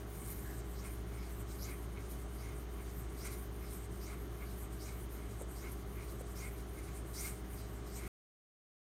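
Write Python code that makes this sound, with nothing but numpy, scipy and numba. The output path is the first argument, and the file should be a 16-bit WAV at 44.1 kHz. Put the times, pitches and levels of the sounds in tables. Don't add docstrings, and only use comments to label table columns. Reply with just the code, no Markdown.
import sys
import numpy as np
from scipy import signal
from scipy.fft import rfft, irfft
from scipy.io import wavfile
from scipy.ndimage import uniform_filter1d
from numba import njit

SR = 44100
rng = np.random.default_rng(int(sys.argv[2]) if len(sys.argv) > 2 else 0)


def volts_from_decibels(level):
    exponent = np.asarray(level, float) / 20
    return 10 ** exponent


def dump(signal):
    limited = np.clip(np.atleast_2d(signal).T, -1, 1)
    pcm = np.round(limited * 32767).astype(np.int16)
    wavfile.write(sys.argv[1], SR, pcm)


N = 392049
T = np.arange(N) / SR


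def unit(x):
    return x / np.sqrt(np.mean(x ** 2))


@njit
def svf(x, hz, width):
    y, b, l = np.empty(len(x)), 0., 0.
    for i in range(len(x)):
        g, k = np.tan(np.pi * hz[i] / SR), width[i] / hz[i]
        v = (b + g * (x[i] - l)) / (1 + g * (g + k))
        b, l, y[i] = 2 * v - b, l + 2 * g * v, k * v
    return y


def band(x, hz, width):
    hz, width = np.clip(hz + 0 * T, 50, .42 * SR), width + 0 * T
    return unit(svf(svf(x, hz, width), hz, width))


def colour(x, points):
    hz, db = np.transpose(points)
    bin_hz = np.fft.rfftfreq(N, 1 / SR)
    gain_db = np.interp(np.log(bin_hz + 1), np.log(hz), db)
    return irfft(rfft(x) * volts_from_decibels(gain_db), N)


def walk(rate):
    k = int(SR / rate)
    held = np.repeat(rng.standard_normal(N // k + 1), k)
    return unit(uniform_filter1d(uniform_filter1d(held, k), k)[:N])


def grit():
    grain_db = 2.2 * rng.exponential(1, N)
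    return unit(rng.standard_normal(N) * volts_from_decibels(grain_db))


def knife():
    edge_db, bright_db = hand()
    scrape = edge_scrape(edge_db, bright_db)
    rings = blade_rings(scrape)
    stone = volts_from_decibels(pressing(edge_db) - 3.0) * stone_ring()
    return volts_from_decibels(1.2 * walk(60)) * (scrape + rings + stone)


# (hand turns t/s, relative edge hiss level/dB, relative brightness level/dB)
STROKE_TURNS = [(-.35, -60, -3.5), (.055, -61, 1), (.615, -64.5, 1.5), (1.045, -65.5, 1),
                (1.452, -63.5, 0.5), (1.875, -65.5, -2), (2.275, -64.5, 1), (2.67, -64, -1.5),
                (3.08, -62, 0.5), (3.49, -65, 1), (3.885, -64.5, 0.5), (4.29, -65.5, 0.5), (4.69, -63, 1.5),
                (5.08, -65, -2.5), (5.46, -62, -1.5), (5.85, -65, 0), (6.25, -61, -1), (6.65, -63.5, -2),
                (7.03, -63, -0.5), (7.43, -65, -0.5), (7.83, -61.5, -1), (8.25, -62, 0)]


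def place():
    turns = np.transpose(STROKE_TURNS)[0]
    travel = np.interp(T, turns, np.arange(len(turns)))
    return travel.astype(int), 1 - np.abs(1 - travel % 2)


# (place 0 heel - 1 tip, added hiss level/dB, added brightness level/dB)
EDGE_STRETCHES = [(0, 2.5, -8.5), (.15, -0.5, 2.5), (.33, -0.5, 3), (.55, 0, -0.5), (.7, -1, 2.5),
                  (1, -2, 2)]
# (t/s, half length to 1/e t/s, relative hiss level/dB, relative brightness level/dB)
EDGE_BITES = [(.22, 0.069, -56.5, -5.5), (.32, 0.063, -54, 1.5), (.57, .03, -66, -5),
              (.861, .03, -56.5, -8.5), (1.38, .03, -68.5, 8.5), (1.415, .025, -57, -1.5),
              (1.62, 0.023, -61, 9), (1.69, 0.046, -55.5, -0.5), (2.12, 0.039, -62, 3.5),
              (2.215, 0.037, -61, 0), (2.335, 0.062, -61.5, -4), (2.46, .03, -65.5, -4),
              (2.98, 0.036, -65, 8), (3.02, 0.027, -61.5, -8.5), (3.255, 0.034, -54.5, -7),
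              (3.325, 0.027, -54, -4), (3.735, 0.053, -58.5, -1), (3.85, 0.022, -58, -6),
              (4.04, .025, -64, 6), (4.1, 0.058, -65, -3), (4.52, .035, -63.5, 2), (4.635, 0.04, -58.5, -2),
              (4.865, .035, -59.5, -5.5), (5.03, 0.039, -61, 2), (5.143, 0.034, -65.5, 10),
              (5.415, 0.027, -56.5, -7), (5.655, 0.027, -64.5, -10), (5.73, 0.016, -64, 5),
              (6.1, 0.038, -62, 1), (6.205, 0.021, -59, 0.5), (6.43, .04, -63.5, -8.5),
              (6.975, 0.023, -56.5, -7), (7.235, 0.079, -48, -3.5), (7.57, 0.055, -62.5, 3),
              (7.78, .03, -67.5, -0.5), (7.995, .035, -57.5, -9.5)]


def hand():
    turns, hiss_db, bright_db = np.transpose(STROKE_TURNS)
    stroke, along = place()
    where, here_db, here_bright_db = np.transpose(EDGE_STRETCHES)
    stroke_db = uniform_filter1d(hiss_db[stroke], size=900)
    stroke_bright_db = uniform_filter1d(bright_db[stroke], size=900)
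    edge = volts_from_decibels(stroke_db + np.interp(along, where, here_db)) ** 2
    tip = edge * volts_from_decibels(stroke_bright_db + np.interp(along, where, here_bright_db)) ** 2
    for s, half, db, bite_bright_db in EDGE_BITES:
        bite = volts_from_decibels(db) ** 2 * np.exp(-2 * ((T - s) / half) ** 2)
        edge = edge + bite
        tip = tip + bite * volts_from_decibels(bite_bright_db) ** 2
    turn_db, turn_s = -13, 0.02
    halt_db = sum(turn_db * np.exp(-np.abs(T - s) / turn_s) for s in turns)
    return 10 * np.log10(edge) + halt_db, 10 * np.log10(tip / edge)


# (f/Hz, level/dB)
BLADE_RADIATION = [(3000, -6), (4000, -1.5), (5500, -2), (6900, 5.5), (7600, 1), (8800, -2.5), (9600, 0),
                   (10500, -0.5), (11600, 1.5), (13000, -1), (15700, -5)]


def edge_scrape(edge_db, bright_db):
    heel_hz, tip_hz = 8580, 9140
    edge_hz = heel_hz + (tip_hz - heel_hz) * place()[1]
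    edge_wander_hz = 180 * walk(20)
    edge = volts_from_decibels(edge_db - 1.5 + 2.0 * walk(36)) * band(grit(), edge_hz + edge_wander_hz, 2300)
    tip = np.zeros(N)
    for hz in [11100, 12260, 13320, 14500, 15400]:
        patch_hz = hz + 0.97 * (edge_hz - 8800)
        tip += volts_from_decibels(-11.0 + 2.7 * walk(32)) * band(grit(), patch_hz, 1600)
    belly = volts_from_decibels(0.72 * edge_db - 27.5 + 3.4 * walk(25)) * band(grit(), 5000, 6600)
    return colour(edge + volts_from_decibels(edge_db + bright_db) * tip + belly + sweeps(), BLADE_RADIATION)


# (start t/s, length t/s, starting f/Hz, level before the blade's response/dB)
BELLY_GLIDES = [(0.734, 0.12, 4200, -62.5), (1.144, .2, 5200, -68.5), (1.58, 0.1, 4600, -54.5),
                (2.353, .14, 4500, -64.5), (3.168, .14, 4700, -58.5), (3.605, .15, 5200, -69),
                (3.997, .11, 4700, -60.5), (4.435, .12, 4680, -68.5), (4.778, .12, 4730, -59),
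                (5.53, .14, 4600, -62.5), (6.037, .1, 4570, -67.5), (6.345, .095, 5070, -59.5),
                (7.132, .135, 5030, -53.5), (7.545, .13, 5200, -64), (7.88, .14, 4660, -62)]


def sweeps():
    glide_out_hz, glide_back_hz = 9200, 3680
    hz, push, wash = np.full(N, 5000.), np.zeros(N), np.zeros(N)
    stroke = place()[0]
    for s, length, from_hz, db in BELLY_GLIDES:
        to_hz = glide_back_hz if stroke[int(s * SR)] % 2 else glide_out_hz
        u = (T - s) / length
        on = (u > 0) & (u < 1)
        hz[on] = from_hz * (to_hz / from_hz) ** u[on] ** 2.1
        push[on] = volts_from_decibels(db) * np.sin(np.pi * u[on] ** 0.79) ** 1.4
        wash += volts_from_decibels(db - 4.0) * np.exp(-((u - .75) / 0.5) ** 2)
    ring = push * volts_from_decibels(0.26 * walk(42)) * band(grit(), hz, .26 * hz)
    return ring + wash * band(grit(), 4800, 4000)


# (f/Hz, width f/Hz, mean level/dB)
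BLADE_RINGS = [(3950, 210, 0), (4700, 110, -4), (5200, 28, 6.5), (5730, 110, -2), (8290, 160, -1.5),
               (9040, 67, -1), (9570, 120, -2.5), (11780, 500, 1.5), (13000, 450, -3.5), (13500, 590, -3),
               (14500, 500, -4.5)]


def blade_rings(scrape):
    sliding_hz, slide = 10000, 0.041
    slid = 1 + slide * (place()[1] - .3) + .012 * walk(16)
    rings = np.zeros(N)
    for hz, width, db in BLADE_RINGS:
        ratio = slid if hz > sliding_hz else 1 + 0 * T
        flicker_db = 2.5 * walk(22)
        rings += volts_from_decibels(db + flicker_db) * svf(scrape, hz * ratio, width + 0 * T)
    return rings


# (peak t/s, rise t/s, relative peak level/dB)
STONE_PRESSES = [(.855, 0.039, -56.5), (1.19, 0.092, -62), (1.7, 0.043, -53.5), (1.985, 0.027, -58),
                 (2.47, 0.068, -58), (2.8, .02, -58), (3.275, .05, -55), (3.635, 0.028, -62),
                 (4.11, 0.053, -55.5), (4.425, 0.029, -58), (4.89, 0.035, -57.5), (4.97, .02, -64),
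                 (5.23, 0.068, -64), (5.655, 0.032, -54.5), (5.995, .03, -54), (6.44, 0.07, -55.5),
                 (6.795, 0.037, -60.5), (6.89, 0.017, -59), (6.95, .015, -64), (7.25, 0.054, -54),
                 (7.39, .015, -69.5), (7.58, 0.066, -65), (8.03, 0.058, -54.5)]


def pressing(edge_db):
    power = volts_from_decibels(edge_db - 10) ** 2
    for s, rise, db in STONE_PRESSES:
        spread = np.where(T < s, rise, 1.4 * rise)
        power = power + volts_from_decibels(db) ** 2 * np.exp(-2 * ((T - s) / spread) ** 2)
    return 10 * np.log10(power)


# (f/Hz, width of each filter f/Hz, relative level/dB)
STONE_RINGS = [(1993, 220, -4.5), (2129, 110, -1), (2223, 147, -4), (2346, 160, -12.5), (1348, 1200, -1.5)]


def stone_ring():
    force = grit()
    return sum(volts_from_decibels(db + 1.0 * walk(40)) * band(force, hz, width) for hz, width, db in STONE_RINGS)


# (t/s, level at the start of the decay/dB)
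HANDLE_TAPS = [(5.4134, -36.5), (6.21, -34)]
# (t/s, rms level at the peak/dB)
GRAIN_TICKS = [(1.713, -55), (5.42, -54), (5.72, -55), (6.215, -58)]


def taps():
    tap_hz, tap_t60_s, tick_s = 500, .017, .005
    start, db = np.transpose(HANDLE_TAPS)
    t = np.clip(T - start[:, None], 0, None)
    decay = np.exp(-np.log(1000) * t / tap_t60_s)
    dull = volts_from_decibels(db) @ (np.sin(2 * np.pi * tap_hz * t) * decay)
    thin = sum(volts_from_decibels(db) * np.exp(-((T - s) / tick_s) ** 2) for s, db in GRAIN_TICKS)
    return dull + thin * band(grit(), 10500, 9000)


# (start t/s, rms level at the peak/dB, ring f/Hz, width of each filter f/Hz, rise t/s)
SOFT_KNOCKS = [(.39, -51, 135, 50, .02), (.44, -58.5, 1680, 500, 0.039), (5.408, -52.5, 500, 330, 0.0098),
               (6.203, -57, 520, 380, 0.0064)]


def knocks():
    out = np.zeros(N)
    for s, db, hz, width, rise in SOFT_KNOCKS:
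        t = np.clip(T - s, 0, None) / rise
        out += volts_from_decibels(db) * t * np.exp(1 - t) * band(rng.standard_normal(N), hz, width)
    return out


# (multiple of the fan turn, rms level/dB); the first also follows LOWEST_TONE_LEVEL
FAN_TONES = [(1, -46), (3, -70), (7, -60), (8, -80), (10, -79), (11, -78), (13, -71.5), (14, -80),
             (19, -76), (47, -87), (48, -88), (50, -87.5), (52, -78.5)]
# (multiple of the magnetic buzz, multiple of the shaft turn, rms level/dB)
COMPRESSOR_TONES = [(0, 1, -59), (0, 3, -72), (0, 4, -64.5), (0, 5, -73), (0, 7, -69), (0, 8, -65),
                    (0, 19, -81), (1, 1, -65), (2, 0, -72.5), (2, 1, -69.5), (1, 4, -71.5), (1, 5, -66.5),
                    (3, 2, -71.5), (1, 7, -77), (4, 3, -78), (3, 7, -75), (3, 8, -78.5), (5, 8, -79.5),
                    (6, 8, -79), (6, 10, -81)]
# (f/Hz, rms level/dB)
DRONE_TONES = [(109.8, -56.5), (2100.1, -80)]
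# (t/s, added level/dB)
LOWEST_TONE_LEVEL = [(0, -1.5), (.4, -1), (.445, -1), (.5, 1.5), (4, 0), (8.1, -1)]


def motors():
    fan_hz, shaft_hz, buzz_hz = 58.9, 49.25, 120.
    tones = [(k * fan_hz, db) for k, db in FAN_TONES]
    tones += [(m * buzz_hz + k * shaft_hz, db) for m, k, db in COMPRESSOR_TONES]
    tones += DRONE_TONES
    drift = 0.00017 * walk(.7)
    waves = []
    for hz, db in tones:
        cycles = hz * (T + drift) + rng.random()
        waves.append(np.sqrt(2) * volts_from_decibels(db) * np.sin(2 * np.pi * cycles))
    lowest_gain = volts_from_decibels(np.interp(T, *np.transpose(LOWEST_TONE_LEVEL)))
    return sum(waves[1:]) + waves[0] * lowest_gain


# (f/Hz, level per Hz/dB)
AIR_LOW_SPECTRUM = [(20, -99.5), (42, -77.5), (92, -75.5), (107, -71), (116, -72), (128, -70), (150, -81),
                    (180, -74.5), (235, -82.5), (290, -78.5), (350, -77), (480, -89), (640, -86.5),
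                    (900, -92.5)]
AIR_HIGH_SPECTRUM = [(1150, -89), (1500, -93), (1850, -95.5), (2120, -97), (2600, -102), (3300, -101),
                     (4200, -105), (5400, -108), (6500, -103), (7400, -112), (8500, -109), (10500, -114),
                     (12500, -111), (15500, -115)]


def air():
    return colour(rng.standard_normal(N), AIR_LOW_SPECTRUM + AIR_HIGH_SPECTRUM) * np.sqrt(SR / 2)


def scene():
    return np.tile(knife() + knocks() + taps() + motors() + air(), (2, 1))


def band_limit(x):
    return signal.sosfilt(signal.butter(12, 15720, fs=SR, output="sos"), x)


def record(dry):
    stop_s = 8.079
    mix = dry * (T < stop_s)
    return band_limit(mix)


dry = scene()
out = record(dry)
dump(out)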